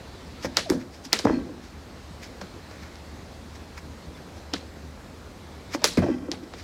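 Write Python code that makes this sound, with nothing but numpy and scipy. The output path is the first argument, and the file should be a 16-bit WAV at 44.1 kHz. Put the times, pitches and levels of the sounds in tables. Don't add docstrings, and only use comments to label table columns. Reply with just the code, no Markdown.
import sys
import numpy as np
from scipy import signal
from scipy.io import wavfile
from scipy.ndimage import uniform_filter1d

SR = 44100
rng = np.random.default_rng(int(sys.argv[2]) if len(sys.argv) > 2 else 0)


def store_wav(level_fs):
    pcm = np.round(np.clip(np.atleast_2d(level_fs), -1, 1) * 32767)
    wavfile.write(sys.argv[1], SR, pcm.T.astype(np.int16))


def volts(x):
    e = np.asarray(x, float) / 20
    return 10 ** e


N = 292383


def evened(x):
    return x / np.sqrt(np.mean(x ** 2) + 1e-20)


def read(points, hz):
    f, value = np.transpose(points)
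    return np.interp(np.log(hz + 1), np.log(f + 1), value)


def add(mix, s, sound):
    part = mix[round(s * SR):][:len(sound)]
    part += sound[:len(part)]


def colour(points):
    level_db = read(points, abs(np.fft.fftfreq(4096, 1 / SR)))
    log_gain = np.log(volts(np.maximum(level_db, -100)))
    return np.fft.ifft(np.exp(signal.hilbert(log_gain).conj())).real[:2048]


def tinted(x, points):
    return evened(signal.oaconvolve(x, colour(points))[:len(x)])


def resonate(x, hz, width_hz):
    turn = np.exp(2j * np.pi * hz * np.arange(len(x)) / SR)
    r = np.exp(-np.pi * width_hz / SR)
    return 2 * (turn * signal.lfilter([1 - r], [1, -r], x / turn)).real


def grains(per_s, spread_db):
    spread = np.minimum(rng.exponential(1, N), 4)
    size = volts(spread_db * spread) * rng.standard_normal(N)
    return size * (rng.random(N) < per_s / SR)


def stroked(rows, main, second, dulling_db_per_s=0):
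    out, t = np.zeros(N), np.arange(N) / SR
    for s, level_db, rise_s, fall_s, rel_db in rows:
        start = max(round((s - 2.5 * rise_s) * SR), 0)
        at = slice(start, round((s + 2.5 * fall_s) * SR))
        since_s = t[at] - s
        below_db = 20 * np.maximum(since_s / fall_s, -since_s / rise_s)
        layers = main[at] + volts(rel_db + dulling_db_per_s * since_s) * second[at]
        out[at] += volts(level_db - below_db) * layers
    return out


def jolted(rows):
    rise_s = 0.0047
    return [(s, db, rise_s, fall_s, rel_db) for s, db, fall_s, rel_db in rows]


def garden():
    # f/Hz, density/dB per Hz
    floor = [(15, -67), (25, -39), (38, -5), (58, -6), (80, -4), (127, -9.5), (258, -9), (338, -13),
             (521, -14.5), (741, -18), (999, -20), (2880, -28), (4090, -27), (15000, -48.5), (16300, -59)]
    # t/s, level/dB
    leaves = [(0.0, -56), (0.66, -54), (0.9, -60), (1.22, -55), (1.4, -57.5), (2.55, -56.5), (5.26, -59),
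              (5.74, -57), (5.93, -45), (6.2, -65.5), (6.63, -54.5)]
    # t/s, level/dB
    motor = [(0.0, -63), (0.48, -33), (0.7, -59), (1.27, -54), (1.42, -33), (2.1, -37.5), (2.31, -38.5),
             (2.9, -36), (3.42, -35.5), (5.58, -36.5), (5.8, -66), (6.63, -46)]
    # f/Hz, gain/dB
    ripples = [(2200, .5), (3100, -1.5), (4200, .5), (5600, 0.5), (7600, 1.5), (8800, 0), (11500, 0),
               (15500, 2)]
    floor_db, hum_hz, hum_width_hz = -43.06, 75.44, 3.4
    frames, hz = N // 256 + 5, np.fft.rfftfreq(1024, 1 / SR)
    a, b, patches = rng.standard_normal((frames, 513, 3)).T
    patches = evened(uniform_filter1d(uniform_filter1d(patches, 10, 0), 12, 1))
    leaves_db = np.interp(np.arange(frames) * 256 / SR, *np.transpose(leaves))
    leaf_band = np.exp(-((hz - 4000) / 2500) ** 2)[:, None]
    rustle_db = leaf_band * (leaves_db - leaves_db.mean())
    z = (a + 1j * b) * volts(1.1 * patches + 1.1 * rustle_db + read(ripples, hz)[:, None])
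    wash = tinted(signal.istft(z, nperseg=1024, noverlap=768)[1][:N], floor)
    hum = resonate(rng.standard_normal(N), hum_hz, hum_width_hz)
    hum = evened(resonate(hum, hum_hz, hum_width_hz))
    hum_db = np.interp(np.arange(N) / SR, *np.transpose(motor)) - 11.5
    return volts(floor_db) * wash + volts(hum_db) * hum


def squeaks():
    # t/s, length/s, start f/Hz, end f/Hz, level/dB
    notes_heard = [
        (.654, .044, 780, 480, -30.5),
        (1.3, .11, 4330, 4280, -41),
        (5.918, .03, 850, 760, -45),
        (5.905, .03, 3800, 3700, -46),
        (2.825, .025, 4200, 4350, -53),
        (4.01, .06, 4350, 4250, -55),
        (4.145, .022, 3560, 3440, -51),
    ]
    out = np.zeros(N)
    for s, length_s, start_hz, end_hz, db in notes_heard:
        t, fuzz = np.arange(0, length_s, 1 / SR), 1.2e-4 * start_hz
        flutter = uniform_filter1d(uniform_filter1d(rng.standard_normal(6000), 160), 160)
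        flutter = evened(flutter)[:len(t)]
        turns = np.cumsum(start_hz + (end_hz - start_hz) * t / length_s) / SR
        swell = np.sin(np.pi * (t / length_s) ** 0.73) ** 2
        add(out, s, volts(db) * (1 - fuzz + fuzz * flutter) * np.sin(2 * np.pi * turns) * swell)
    return out


def wet_hiss():
    # f/Hz, density/dB per Hz
    hiss = [(1650, -39), (2800, -8), (4260, -9.5), (5090, -1), (6590, -9.5), (8530, -19.5), (9810, -25),
            (11800, -21.5), (15400, -38.5), (16300, -52)]
    return tinted(grains(9000, 1.5), hiss)


def cage():
    shakes = [
        (0.722, -42, .07, -2),
        (1.268, -44.5, .19, 7.5),
        (6.02, -48, 0.34, 9.5),
        (6.09, -52, -0.04, 12),
    ]
    # f/Hz, width/Hz, level/dB
    wire_modes = [(800, 41, -1), (1115, 34, -0.5), (1330, 86, -2), (1568, 29.4, -1.5), (1915, 38, -4),
                  (1990, 36, -2), (2410, 150, -3), (2570, 60, -8), (3120, 160, -6), (4250, 67, -20),
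                  (4850, 70, -20)]
    jolts, wires = grains(700, 2.), np.zeros(N)
    for hz, width_hz, db in wire_modes:
        wires += volts(db) * evened(resonate(resonate(jolts, hz, width_hz), hz, 3 * width_hz))
    return stroked(jolted(shakes), wet_hiss(), evened(wires))


def scuffs():
    drags = [(0.433, -45, .015, .04, -2), (0.455, -35, .03, .02, -1), (0.547, -51, .004, .005, 8),
             (0.694, -37, .002, .004, -3), (0.701, -34, .006, .022, 3), (0.73, -42, .004, .006, -8),
             (0.814, -50, .035, .035, 3), (0.95, -49, .06, .06, -4), (1.052, -36, .016, .028, -10),
             (1.242, -41, .005, .006, -10), (1.252, -32, .01, .009, -4), (1.635, -53, .03, .2, -1),
             (2.232, -43, .02, .06, 0), (2.416, -44, .008, .016, -8), (2.72, -60, .1, .4, 8),
             (2.83, -56, .02, .08, 0), (3.558, -48, .022, .025, -2), (3.779, -44, .014, .026, 3),
             (4.175, -57, .03, .06, 5), (4.376, -55, .08, .1, -5), (5.748, -33, .035, .022, 0),
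             (5.976, -40, .006, .04, 12), (6.436, -53, .022, .028, -2), (6.596, -48, .07, .07, 0)]
    # f/Hz, density/dB per Hz
    body = [(400, -23.5), (800, -9), (1200, -3), (1600, -2), (2000, 0.5), (2400, 0), (3000, -20),
            (4200, -29)]
    return stroked(drags, wet_hiss(), tinted(grains(5000, 2.3), body))


def rattle():
    rattles = [(0.453, -27, .1, -3), (0.717, -24, 0.19, -4), (1.264, -18.5, 0.28, -1),
               (1.497, -31, -0.17, -13), (4.556, -37, 0.13, -17), (5.753, -28.5, .07, -2.5),
               (5.82, -39, 0.44, 6), (5.855, -40, 0, 5), (5.986, -10.5, .045, -9.5), (6.026, -21, .3, -2.5),
               (6.09, -23, -0.09, -9), (6.302, -45.5, 0.6, -11)]
    # f/Hz, width/Hz, level/dB
    low_modes = [(99, 92, -9), (181, 65, -4.5), (244.2, 24, 3), (341, 26.3, 1.5), (489, 68, -8.5)]
    # f/Hz, width/Hz, level/dB
    upper_modes = [(592, 56, 13), (852, 222, 2), (1150, 680, -12), (1620, 290, -2), (2040, 120, -36)]
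    bumps = signal.oaconvolve(grains(1500, 0.43), np.hanning(24))[:N]
    layers = []
    for modes in (low_modes, upper_modes):
        ring = np.zeros(N)
        for hz, width_hz, db in modes:
            ring += volts(db) * resonate(resonate(bumps, hz, width_hz), hz, 2 * width_hz)
        layers.append(ring / np.sqrt(abs(uniform_filter1d(ring ** 2, 1200)) + 1e-20))
    return volts(-3.0) * stroked(jolted(rattles), *layers, dulling_db_per_s=-110)


def feet():
    # t/s, peak/dB, f/Hz
    knocks = [(0.445, -25, 299), (0.7037, -1.5, 312), (0.718, -12, 344), (0.749, -17, 259),
              (0.77, -23, 241), (0.809, -34, 242), (1.058, -35, 265), (1.242, -20, 316), (1.251, 0.5, 238),
              (1.269, -10, 285), (1.305, -6.5, 296), (1.333, -11, 255), (1.37, -14, 265),
              (1.386, -22, 259.8), (1.41, -26, 250), (1.497, -27, 290), (2.418, -34, 188),
              (4.534, -21.5, 280), (5.745, -21.5, 295), (5.976, 1, 255), (6.014, -26, 175),
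              (6.048, -19, 266), (6.085, -10, 340), (6.099, -8, 312), (6.114, -18, 244), (6.139, -22, 269),
              (6.159, -25, 263), (6.225, -29, 290.6), (6.287, -20.5, 292), (6.427, -29.5, 304)]
    # t/s, peak/dB, f/Hz, edge re tap/dB
    taps = [(0.446, -18.5, 506, -11), (0.694, -20, 374, -23), (0.718, -23, 463, -7),
            (0.734, -22.5, 493, -6.5), (0.759, -28, 463, -24), (1.255, -13, 800, -9),
            (1.254, -3, 446, -11.5), (1.2703, -19, 460, 5), (1.2973, -13.5, 460, -4), (1.391, -32, 530, -8),
            (1.493, -34, 493, -14), (5.7472, -22, 563, 0.5), (5.973, -13, 445, -33),
            (6.021, -16.5, 676, -11), (6.039, -16, 453, -25), (6.064, -18, 650, -17),
            (6.089, -17, 502, -23), (6.226, -43, 545, -8), (6.284, -28.5, 506, -10), (6.314, -28, 343, -16),
            (6.334, -35, 793, -13)]
    # t/s, peak/dB, f/Hz
    thuds = [
        (0.708, -21.5, 184),
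        (0.738, -29, 167),
        (1.255, -21.5, 99.5),
        (5.977, -8.5, 180),
        (5.977, -18, 92.7),
        (6.008, -18.5, 137.6),
        (6.048, -32, 125.6),
        (6.349, -49, 81.6),
        (6.599, -36, 80.7),
    ]
    knock_edge_db, thud_edge_db = -27, -40
    out, t = np.zeros(N), np.arange(9000) / SR
    falling_hz = 600 + 1000 * np.exp(-t / .0014)
    edge = np.sin(2 * np.pi * np.cumsum(falling_hz) / SR)
    edge *= (t / .0009) ** 2 * np.exp(2 - 2 * t / .0009)
    blows = [(*k, knock_edge_db) for k in knocks] + taps + [(*k, thud_edge_db) for k in thuds]
    for s, peak_db, hz, edge_db in blows:
        t60_s = (7.5 - .5 * peak_db) / hz
        sagging = np.cumsum(hz * (1 + 0.4 * np.exp(-t * hz / 0.63))) / SR
        soft_start = (1 - np.exp(-t * hz / 0.69)) ** 2
        ring = np.sin(2 * np.pi * sagging) * soft_start * volts(-60 * t / max(t60_s, .01))
        add(out, s, volts(peak_db + 5.5) * ring + volts(peak_db + edge_db + 3) * edge)
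    return out


def echoes(size):
    # f/Hz, density/dB per Hz
    tail_spectrum = [(120, -10), (200, 0.5), (367, -0.5), (493, 4.5), (841, -2.5), (1520, -5), (1730, -6),
                     (2070, -6), (2790, -11), (4330, -8), (11100, -24.5), (14100, -36), (16300, -38.5)]
    # f/Hz, t60/s
    walls = [(250, 0.26), (600, 0.073), (1500, 0.16), (4000, 0.31), (14000, 0.2)]
    hz, t, z = signal.stft(rng.standard_normal(size), SR, nperseg=128)
    hz = hz[:, None]
    patches = uniform_filter1d(uniform_filter1d(rng.standard_normal(z.shape), 4, 0), 3, 1)
    scatter = 3.3 * np.exp(-t / 0.0052) * np.exp(-((hz - 4500) / 2500) ** 2)
    late_bass = 1 - np.exp(-t * (hz + 100) / 1.33)
    z = z * volts(-60 * t / read(walls, hz) + 2.6 * evened(patches)) * (1 + scatter) * late_bass
    tail = signal.istft(z, SR, nperseg=128)[1][:size]
    tail = tinted(tail * (1 - np.exp(-np.arange(size) / SR / 0.0007)), tail_spectrum)
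    return tail / np.sqrt(np.mean(tail[:400] ** 2))


def rope():
    # t/s, peak/dB, mat thump re crack/dB, echo tail re crack/dB, treble tilt/dB
    cracks = [(0.5693, -5, -19.5, -14, -1), (0.6995, -23, -4, -16, 17.5), (1.1294, 0, -21.5, -18.5, -1),
              (1.1892, -17, -42, -12.5, 2), (1.1944, -19.5, -14, -29, -13), (1.2086, -41, -4, -24, -4),
              (2.4134, -30.5, -6, -9.5, -17), (2.711, -44, -1, -9, 1), (2.9557, -42.5, -9, -12, 2),
              (4.5365, -15.5, -14.5, -11.5, -7.5), (5.8188, -39, -11, -12, 3),
              (5.8416, -4.5, -11, -13.5, 8), (5.9353, -39, -6, -14, 17), (5.972, -28.5, -3, -8, 6),
              (6.3157, -15, -23, -17, -5.5), (6.5364, -34, -1.5, -8, -17)]
    # f/Hz, density/dB per Hz
    snap_spectrum = [(880, -27), (1500, -19), (2570, -7.5), (5070, 6.5), (7950, -9), (9050, -20),
                     (11500, -19), (13400, -26), (15100, -24), (16300, -63)]
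    swish_re_tail_db = -5.5
    out, t = np.zeros(N), np.arange(900) / SR
    snap = colour(snap_spectrum)[:900]
    falling_hz = 450 + 2600 * np.exp(-t / .001)
    thump = np.sin(2 * np.pi * np.cumsum(falling_hz) / SR)
    thump *= (1 - np.exp(-t / .0008)) * np.exp(-t / .0032)
    for s, peak_db, thump_db, tail_db, treble_db in cracks:
        swish = evened(resonate(resonate(rng.standard_normal(900), 2500, 1800), 2450, 1800))
        swish *= np.exp((t - t[-1]) / 0.0029)
        add(out, s - t[-1], volts(peak_db + tail_db + swish_re_tail_db) * swish)
        crack = volts(tail_db) * echoes(size=15000)
        add(crack, 0, volts(7.5) * snap / abs(snap).max())
        facing = colour([(3000, 0), (6000, 0.41 * treble_db), (13000, treble_db)])[:256]
        add(out, s + .0008, volts(peak_db) * signal.oaconvolve(crack, facing))
        add(out, s + 0.000782, volts(peak_db + thump_db + 11.0) * thump)
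    return out


def scene():
    return (garden() + squeaks() + cage() + scuffs() + rattle() + feet() + rope())[None]


def low_pass(x):
    return signal.sosfilt(signal.butter(12, 16470, fs=SR, output="sos"), x)


def record(dry):
    dry = signal.sosfilt(signal.butter(2, 38, "high", fs=SR, output="sos"), dry)
    threshold_db, recovery_db_per_s, lag_s = -31.0, 19.5, 0.0097
    power_db = 10 * np.log10(abs(uniform_filter1d(dry[0] ** 2, 900)) + 1e-12)
    fall_db = np.arange(N) * recovery_db_per_s / SR
    held_db = np.maximum.accumulate(power_db + fall_db) - fall_db
    over_db = np.maximum(held_db - threshold_db, 0)
    lag = np.exp(-1 / (lag_s * SR))
    ducked = dry / volts(0.15 * signal.lfilter([1 - lag], [1, -lag], over_db))
    band = signal.firwin(255, 16250, fs=SR)
    finished = signal.oaconvolve(np.clip(ducked, -1, 1), band[None], "same")
    return low_pass(finished)


dry = scene()
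out = record(dry)
store_wav(out)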